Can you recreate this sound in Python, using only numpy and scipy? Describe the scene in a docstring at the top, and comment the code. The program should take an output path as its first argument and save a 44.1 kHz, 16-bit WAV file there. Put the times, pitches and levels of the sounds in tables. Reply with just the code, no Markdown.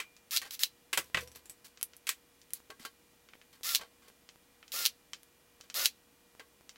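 """A cordless drill backs screws out of a hard drive over an open steel computer case in a small workshop.
After a knock, the drill whirs in three quick bursts, each ending in the clack of its spindle lock.
Around 1 s, dropped parts make the case boom and a screw hops about. Then parts knock and slide, hands
bump the drive, and the bit and loose screws tick. From 3.6 s come three longer bursts, a second apart,
and a few last taps. A faint machine hum fills the room throughout."""
import sys
import numpy as np
from scipy import signal
from scipy.fft import rfft, irfft
from scipy.io import wavfile
from scipy.ndimage import uniform_filter1d

SR = 44100
rng = np.random.default_rng(int(sys.argv[2]) if len(sys.argv) > 2 else 0)


def transcribe(u):
    """Save the signal u as a 16-bit wav file named by the first command-line argument.

    u: samples, shape (n,) or (channels, n), limited to [-1, 1]; the rate is SR.
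    q: integer samples, one column per channel.
    """
    v = np.clip(np.atleast_2d(u).T, -1, 1)
    q = np.round(v * 32767).astype(np.int16)
    wavfile.write(sys.argv[1], SR, q)


N = 298543
TIME = np.arange(N) / SR
SHORT = 2 ** 14   # samples in one short sound

# trigger pulls: (start [s], lock time [s], speed [share of full], motor level [dB], bit rattle [dB],
# lock's first catch [dB], lock's slam [dB])
PULLS = [(0.309, 0.3716, 1.04, -32.5, -70, 7.5, 8.5), (0.5085, 0.5514, 0.53, -37, -70, -14, -15),
         (0.593, 0.6422, 0.78, -33.5, -76, 13, -17), (3.633, 3.7564, 0.98, -34, -60, 11, 9.5),
         (4.7197, 4.8611, 0.99, -34.5, -52, 9.5, 11.5), (5.7425, 5.857, 1.05, -32.5, -47.5, 3, 14)]
# tone of the motor's brushes and gears, and of the rattling bit: (frequency [Hz], level [dB])
MOTOR_TONE = [(60, -23), (250, -24.5), (550, -21.5), (900, -19), (1250, -10), (2100, -2.5), (3000, -2.5),
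              (4500, 0), (5700, 0.5), (7500, -5), (9500, -6.5), (11300, -2.5), (12600, -4), (15500, -4.5)]
RATTLE_TONE = [(60, -16), (250, -15), (520, 2), (850, -4.5), (1150, 5), (1800, -5), (6000, -21)]
def motor(spin_up_s=0.0132, coast_s=0.045, speed_loss=0.08):
    """The motor spins up fast and sags as the trigger is let go; brushes hiss and the bit rattles."""
    noise, tones, t, hz = np.zeros(N), np.zeros(N), TIME[:SHORT], frequencies(SHORT)
    for start, lock, top_speed, db, rattle_db, *_ in PULLS:
        time_left = lock - start - t
        power = np.clip(time_left / coast_s, 0, 1)
        speed = top_speed * (1 - np.exp(-t / spin_up_s)) * (1 - speed_loss * (1 - power))
        running = np.exp(np.minimum(time_left, 0) / 0.0018)
        brushes = rms_one(colour(grains(2.8), curve(MOTOR_TONE, hz)))
        # sparks hiss from the start; the gears' lower noise grows with speed
        sparks = signal.sosfilt(signal.butter(1, 6000, "high", fs=SR, output="sos"), brushes)
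        load = np.clip(speed, 0, 1)
        hiss = load * brushes + (1 - load) * 0.41 * sparks
        # the bit rides unevenly in the screw head
        jolts = grains(3.5) * from_db(3.5 * drift(93, SHORT))
        rattle = rms_one(colour(jolts, curve(RATTLE_TONE, hz)))
        add(noise, start, running * (from_db(db) * hiss + from_db(rattle_db) * load * rattle))
        add(tones, start, running * from_db(db) * gear_whine(speed, power))
    echo = signal.fftconvolve(noise, dying_noise(0.12))[:N]   # from the bench and near walls
    return tones + 0.83 * noise + 0.42 * echo


# gear tones: (pitch [multiple of the rate at which teeth meet], level [dB])
GEAR_TONES = [(1, -15), (2, -23), (3, -22), (4, -17), (8, -19), (10, -20), (16, -10)]
def gear_whine(speed, power, teeth_hz=1425):
    """Gear teeth sing higher with speed; the small housing lets out only tones above about 1 kHz."""
    out = np.zeros(SHORT)
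    for multiple, db in GEAR_TONES:
        hz = multiple * teeth_hz * speed * (1 + 0.009 * drift(400, SHORT))
        audible = np.clip((hz - 850) / 500, 0, 1) * (hz < CUTOFF_HZ)
        out += from_db(db + 1.9 * drift(153, SHORT)) * audible * sine(hz)
    return out * speed * (1 + power) / 2   # the teeth press less once the trigger is let go


# tone of a clack: (frequency [Hz], level [dB])
CLACK_TONE = [(60, -31), (400, -32), (1000, -24.5), (2100, -13.5), (2700, -5), (4000, -3), (6000, -7),
              (9000, -12), (12000, -10), (15500, -13)]
# where the chuck, which grips the bit, rings: (frequency [Hz], width [Hz], boost [dB])
CHUCK_PEAKS = [(3120, 197, 1.5), (3950, 93, 5.5), (4280, 65, 4.5), (4690, 121.4, 4), (5830, 92, 5.5),
               (6570, 200, 2)]
# the bit jumping in the screw head: (time [s], level [dB])
BIT_SKIPS = [(3.6912, 1), (5.7952, -2)]
def spindle_lock():
    """Loose gears clack together at each start; at each stop the chuck slams into its lock and rings."""
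    out, tone, peaks = np.zeros(N), curve(CLACK_TONE, frequencies(SHORT)), resonances(CHUCK_PEAKS)
    clacks = list(BIT_SKIPS)
    for start, lock, *_, catch_db, slam_db in PULLS:
        clacks += [(start, -7), (lock - 0.0077, catch_db), (lock, slam_db)]
        clacks.append((lock + 0.007, slam_db - 8.5))   # the chuck swings back once
    for s, db in clacks:
        for delay, tap_db in ((0, 0), (0.0017, -8)):   # a weaker tap follows as the pins settle
            tap = contact(db + tap_db + tone, peaks, 0.0061, ring_t60=0.089, ring_db=-6.5, linger=1.3)
            add(out, s + delay, tap)
        add(out, s, ring(4058, db - 60, t60=0.17))
    return out


# parts hitting the case: (time [s], level [dB], hardness [dB/octave], weight [dB], extra ringing [dB])
KNOCKS = [(0.0009, -0.5, -1, -0.5, 0), (0.9297, 5, 1.5, 0.5, 3), (0.9739, 7.5, 2.5, 11, -3),
          (1.1451, 8.5, -4.5, 2.5, -1.5), (1.1709, 6.5, -5.5, 4.5, 0.5), (2.0693, -1.5, 2, -11, 4),
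          (2.0912, 5, 3.5, -6.5, -5)]
# tone of a knock: (frequency [Hz], level [dB])
KNOCK_TONE = [(80, -45), (400, -9.5), (750, -12), (1200, -5), (2400, 0), (5200, -8), (7000, -10),
              (11000, -12.5), (15500, -17.5)]
# where the parts ring: (frequency [Hz], width [Hz], boost [dB])
PART_PEAKS = [(1100, 110, 4), (1600, 130, 4), (2020, 140, 5), (2320, 90, 3), (2600, 130, 4), (3060, 100, 3),
              (3500, 150, 3), (6610, 230, 2), (7800, 400, 5)]
def knocks():
    """Metal parts drop into the case and knock against it."""
    return touches(KNOCKS, KNOCK_TONE, PART_PEAKS, crack_t60=0.024, ring_t60=0.11, ring_db=3.5)


# blows that shake the case and bench: (time [s], level [dB])
THUDS = [(0.976, -64.5), (1.1455, -54), (1.1709, -59.5)]
# the notes they boom at: (frequency [Hz], level [dB], fade time [s])
CASE_NOTES = [(74.6, 2, 0.68), (119.6, -1.5, 0.48), (159, -2, 0.27), (170, 8, 0.2), (199, -3.5, 0.3),
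              (272, 0, 0.097), (368, -15, 0.22), (512, 6, 0.32), (662, 0.5, 0.29), (1003, -4, 0.96),
              (1040, 1, 0.14)]
# single parts left ringing: (time [s], frequency [Hz], level [dB], fade time [s])
PINGS = [(.002, 2404, -48, 0.5), (.424, 1860, -41.5, 0.13), (0.932, 2810, -31.5, 0.096),
         (1.146, 1960, -21.5, 0.048), (1.226, 495, -45.5, 0.27), (2.0911, 1904, -33, .09),
         (2.699, 431, -47.5, 0.08), (2.801, 242, -50, 0.075), (2.851, 1380, -39, 0.056),
         (5.1343, 3130, -37.5, 0.064)]
def ringing_steel(pitch_gap=0.022):
    """Heavy blows make the case and bench boom; single parts ring with two close notes that waver."""
    out = np.zeros(N)
    for s, db in THUDS:
        for hz, note_db, t60 in CASE_NOTES:
            add(out, s, ring(hz, db + note_db + rng.normal(0, 1), t60))
    for s, hz, db, t60 in PINGS:
        partner_hz = hz * (1 + pitch_gap * rng.choice([-1, 1]) * rng.uniform(0.59, 1.6))
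        add(out, s, ring(hz, db - 4.5, t60) + ring(partner_hz, db - 4, t60 / 2))
    return out


# bumps on the drive: (time [s], level [dB], hardness [dB/octave], weight [dB])
BUMPS = [(0.4168, -8, 1.5, -6), (2.7025, -12.5, -0.5, 6), (2.8508, -8, 2.5, 1.5), (3.812, -12.5, 0.5, 6),
         (4.0815, -28.5, 5.5, 9.5), (6.3961, -12, -2, 4)]
# tone of a bump: (frequency [Hz], level [dB])
BUMP_TONE = [(80, -26), (400, -4), (750, -5.5), (1200, -4), (2400, -0.5), (5200, -7), (7000, -9.5),
             (11000, -13), (15500, -18)]
# where the drive rings: (frequency [Hz], width [Hz], boost [dB])
DRIVE_PEAKS = [(455, 66, 8), (800, 52, 3), (1108, 45, 13), (1380, 14, 3.9), (1592, 50, 11.4),
               (2034, 70, 7.2), (3105, 52, 8.4), (4460, 400, 4.7)]
def bumps():
    """Hands and the drill's body bump the drive, which rings briefly."""
    return touches(BUMPS, BUMP_TONE, DRIVE_PEAKS, crack_t60=0.0093, ring_t60=0.092, ring_db=6,
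                   variety=0.26)


# taps of the bit: (time [s], level [dB], hardness [dB/octave])
TICKS = [(0.166, -30.5, 5.5), (1.774, -23.5, 1), (1.9343, -23.5, -1), (2.4161, -32.5, 6.5),
         (3.288, -23, -4.5), (3.3351, -17, -13), (3.415, -22.5, -6), (4.2901, -20, 0.5),
         (4.6281, -18, -10.5), (4.6798, -28.5, 5), (5.1333, -10.5, 2.5), (5.6107, -23.5, 5),
         (5.7002, -15, 2), (6.6933, -20, 4.5), (6.7594, -23, -4.5)]
# tone of a tick: (frequency [Hz], level [dB])
TICK_TONE = [(80, -13), (400, -10.5), (750, -9), (1200, -1.5), (2400, 1), (5200, -1), (7000, -4.5),
             (11000, -23), (15500, -24.5)]
# where the bit rings: (frequency [Hz], width [Hz], boost [dB])
BIT_PEAKS = [(2570, 48, 5.3), (3088, 76, 7.7), (4030, 82, 1.4), (5930, 280, 3.1), (6500, 150, 0.84),
             (9900, 900, 1.34)]
def bit_ticks():
    """The bit taps the drive as it feels for a screw head."""
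    return touches(TICKS, TICK_TONE, BIT_PEAKS, crack_t60=0.0055, ring_t60=0.1, ring_db=-2.5)


# a screw meeting the bit: (time [s], level [dB], hardness [dB/octave])
CLICKS = [(1.8126, -15.5, -5.5), (1.8291, -12, 1.5), (1.9668, -37, 2.5), (2.5059, -25.5, -5.5),
          (2.5347, -17, 2.5), (5.2322, -31.5, -2.5)]
# tone of a click: (frequency [Hz], level [dB])
CLICK_TONE = [(80, -12), (400, -7), (750, -10), (1200, -5), (2400, 0), (5200, 1.5), (7000, 3),
              (11000, 12.5), (15500, 2)]
def screw_clicks():
    """A loose screw clicks sharply against the steel bit."""
    return touches(CLICKS, CLICK_TONE, BIT_PEAKS, crack_t60=0.003, ring_t60=0.078, ring_db=-6.5)


# hops of a screw: (time [s], level [dB], hardness [dB/octave], strongest note [Hz])
HOPS = [(1.043, -29, -0.5, 13050), (1.2088, -21.5, 0.5, 5900), (1.2752, -22, -2, 5640),
        (1.317, -28.5, 0, 6000), (1.359, -18.5, -2, 12900), (1.457, -26.5, 0, 7300),
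        (1.4968, -21, 2.5, 8200), (1.51, -28, -6, 7550)]
# tone of a hop: (frequency [Hz], level [dB])
HOP_TONE = [(80, 1), (400, 2.5), (750, -5), (1200, -6), (2400, -0.5), (5200, -2.5), (7000, -2.5),
            (11000, -0.5), (15500, -10)]
# where the screw rings: (frequency [Hz], width [Hz], boost [dB])
SCREW_PEAKS = [(5700, 350, 6), (7840, 400, 7), (9720, 300, 4), (11400, 200, 3), (12900, 600, 6)]
def hopping_screw(width_hz=660, boost_db=9):
    """A dropped screw tinkles about; each landing brings out one of its notes."""
    return sum(touches([hop], HOP_TONE, SCREW_PEAKS + [(hz, width_hz, boost_db)],
                       crack_t60=0.0047, ring_t60=0.11, ring_db=0.5, variety=0.4)
               for *hop, hz in HOPS)


# sliding strokes: (time [s], length [s], level [dB], brightness [dB/octave])
SLIDES = [(0.426, 0.053, -49, 2.5), (1.0, 0.1, -63.5, 7), (1.183, 0.05, -50.5, 7), (1.347, 0.025, -52.5, 5),
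          (1.643, 0.02, -48.5, 6.5), (2.548, 0.028, -53, 8), (2.794, 0.07, -54, 4),
          (3.526, 0.029, -58.5, 4), (3.791, 0.04, -48.5, -1), (4.018, 0.063, -63.5, 1.5),
          (5.636, 0.0088, -56, 2)]
# tone of a slide: (frequency [Hz], level [dB])
SLIDE_TONE = [(60, -1), (350, -2), (700, 5), (1400, 4.5), (4000, 0.5), (8000, -8.5), (15500, -16)]
def slides():
    """Parts rub over the drive in short gritty strokes that catch, slip and ease off."""
    out, t, hz = np.zeros(N), TIME[:SHORT], frequencies(SHORT)
    tone = curve(SLIDE_TONE, hz) + resonances(DRIVE_PEAKS)
    for s, length, db, brightness in SLIDES:
        stroke = np.minimum(t / 0.0041, 1) * from_db(-4 * t / length)
        release = np.exp(np.minimum(length - t, 0) / 0.029)
        slips = grains(3.4) * from_db(2 * drift(300, SHORT))
        grit = colour(slips, tone + brightness * np.log2(hz / 2000).clip(-1, 3))
        add(out, s, from_db(db) * stroke * release * rms_one(grit))
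    return out


# faint pops: (time [s])
POP_TIMES = [1.1, 2.603, 3.354, 3.6103, 4.101, 4.359, 5.605, 6.351, 6.61]
# tone of a pop: (frequency [Hz], level [dB])
POP_TONE = [(60, -6), (500, -6), (1500, -12.5), (4000, -24), (15000, -26)]
def pops():
    """Soft, dull clicks that do not ring, all equally loud."""
    out = np.zeros(N)
    click = colour(signal.unit_impulse(SHORT), curve(POP_TONE, frequencies(SHORT)))
    for s in POP_TIMES:
        add(out, s, from_db(-16.5) * click)
    return out


def workshop(x, echo_db=-24, dull_hz=3500):
    """The crowded room adds only a faint, dull echo."""
    tail = signal.sosfilt(signal.butter(1, dull_hz, fs=SR, output="sos"), dying_noise(t60=0.24))
    return x + from_db(echo_db) * signal.fftconvolve(x, tail)[:N]


# tone of the room's hiss, and the notes of the hum: (frequency [Hz], level [dB])
AIR_TONE = [(15, -44.5), (25, -13), (64, -12.5), (96, -12), (281, -7), (433, -13.5), (469, -13.5),
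            (509, -13), (826, -14.5), (2060, -18), (2360, -18), (2560, -18.5), (3340, -18.5), (4150, -20),
            (15500, -22.5)]
HUM_NOTES = [(60, -84), (75, -88.5), (275, -87.5), (479, -76), (1917, -84), (2400, -81.5), (2880, -84.5),
             (3359, -89)]
def background(air_db=-65.9):
    """Even hiss and rumble with the slightly wavering hum of a running machine."""
    air = irfft(rfft(rng.standard_normal(N)) * from_db(curve(AIR_TONE, frequencies(N))), N)
    hum = sum(from_db(db) * sine(hz + 1.43 * drift(14, N)) for hz, db in HUM_NOTES)
    return from_db(air_db) * rms_one(air) + hum


def touches(rows, tone, peaks, crack_t60, ring_t60, ring_db, variety=0.098):
    """Touches on one object: harder ones are brighter, heavier ones last longer and have more bass."""
    out, hz = np.zeros(N), frequencies(SHORT)
    treble = np.maximum(np.log2(hz / 2280), 0)   # octaves above 2280 Hz
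    bass = curve([(416, 1), (2280, 0)], hz)

    def touch(db, hardness, weight_db=0, extra_ring_db=0):
        """Each touch stirs the object's notes in its own mix."""
        mix = [(centre, width, boost * (1 + variety * rng.uniform(-0.53, 1)))
               for centre, width, boost in peaks]
        tone_db = db + curve(tone, hz) + hardness * treble + weight_db * bass
        stretch = from_db(0.92 * weight_db)
        return contact(tone_db, resonances(mix), crack_t60 * stretch, ring_t60, ring_db + extra_ring_db)
    for s, *blow in rows:
        add(out, s, touch(*blow))
    return out


def contact(tone_db, peaks_db, crack_t60, ring_t60, ring_db, linger=1.13):
    """A hard touch: a brief crack, then ringing in which the object's own notes stand out more."""
    crack = dying_noise(crack_t60)
    tail = (1 - np.exp(-TIME[:SHORT] / 0.00047)) * dying_noise(ring_t60)
    crack = colour(crack, tone_db + flatten(crack) + peaks_db)
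    tail = colour(tail, tone_db + flatten(tail) + linger * peaks_db)
    return (crack + from_db(ring_db) * tail) / np.hypot(1, from_db(ring_db))


def flatten(x):
    """The gain in dB that evens out a noise's broad humps and dips."""
    return -10 * np.log10(uniform_filter1d(np.abs(rfft(x)) ** 2, size=350) + 1e-12)


def resonances(peaks):
    """The boost in dB around the frequencies where an object rings."""
    hz = frequencies(SHORT)
    return sum(db / (1 + (2 * (hz - centre) / width) ** 2) for centre, width, db in peaks)


def ring(hz, db, t60):
    """One note that dies away; t60 is its fade time, the seconds it takes to fall by 60 dB."""
    t = TIME[:SR]
    return from_db(db) * np.sin(2 * np.pi * hz * t) * np.exp(-np.log(1000) * t / t60)


def sine(hz):
    """A pure tone that follows a changing pitch."""
    return np.sqrt(2) * np.sin(2 * np.pi * np.cumsum(hz) / SR)


def dying_noise(t60):
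    """Noise of energy 1 that falls by 60 dB in t60 seconds."""
    x = rng.standard_normal(SHORT) * np.exp(-np.log(1000) * TIME[:SHORT] / t60)
    return x / np.linalg.norm(x)


def grains(spread_db):
    """Noise made of tiny contacts of uneven strength."""
    return rms_one(rng.standard_normal(SHORT) * from_db(spread_db * drift(2500, SHORT)))


def drift(rate, size):
    """A random wander that heads for a new value `rate` times a second."""
    position = np.arange(size) * rate / SR
    return np.interp(position, np.arange(size // 8), rng.standard_normal(size // 8))


def colour(x, db):
    """Turn each frequency up or down without smearing the sound back in time (minimum phase)."""
    cepstrum = irfft(np.log(from_db(db)), len(x))
    cepstrum[1:len(x) // 2] *= 2
    cepstrum[len(x) // 2 + 1:] = 0
    return irfft(rfft(x) * np.exp(rfft(cepstrum)), len(x))


def curve(points, hz):
    """Join (frequency, level) points with straight lines on a scale of octaves."""
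    point_hz, db = np.transpose(points)
    return np.interp(np.log(hz), np.log(point_hz), db)


def frequencies(size):
    """The frequencies in a spectrum of this many samples."""
    return np.maximum(np.fft.rfftfreq(size, 1 / SR), 1)


def from_db(db):
    """Decibels to gain."""
    return 10 ** (np.asarray(db) / 20)


def rms_one(x):
    """Scale to an average (rms) level of 1."""
    return x / np.sqrt(np.mean(x ** 2) + 1e-20)


def add(out, s, sound):
    """Mix a sound in from time s on."""
    i = max(0, round(s * SR))
    out[i:i + len(sound)] += sound[:max(0, N - i)]


def scene():
    """Drill, parts and case in the room, on one channel."""
    handling = knocks() + bumps() + bit_ticks() + screw_clicks() + hopping_screw() + slides()
    drill = motor() + spindle_lock()
    return (workshop(drill + handling) + ringing_steel() + pops() + background())[None]


CUTOFF_HZ = 15900
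def record(dry):
    """The very highest treble is cut off steeply."""
    return signal.sosfilt(signal.ellip(12, .1, 70, CUTOFF_HZ, fs=SR, output="sos"), dry)


dry = scene()
out = record(dry)
transcribe(out)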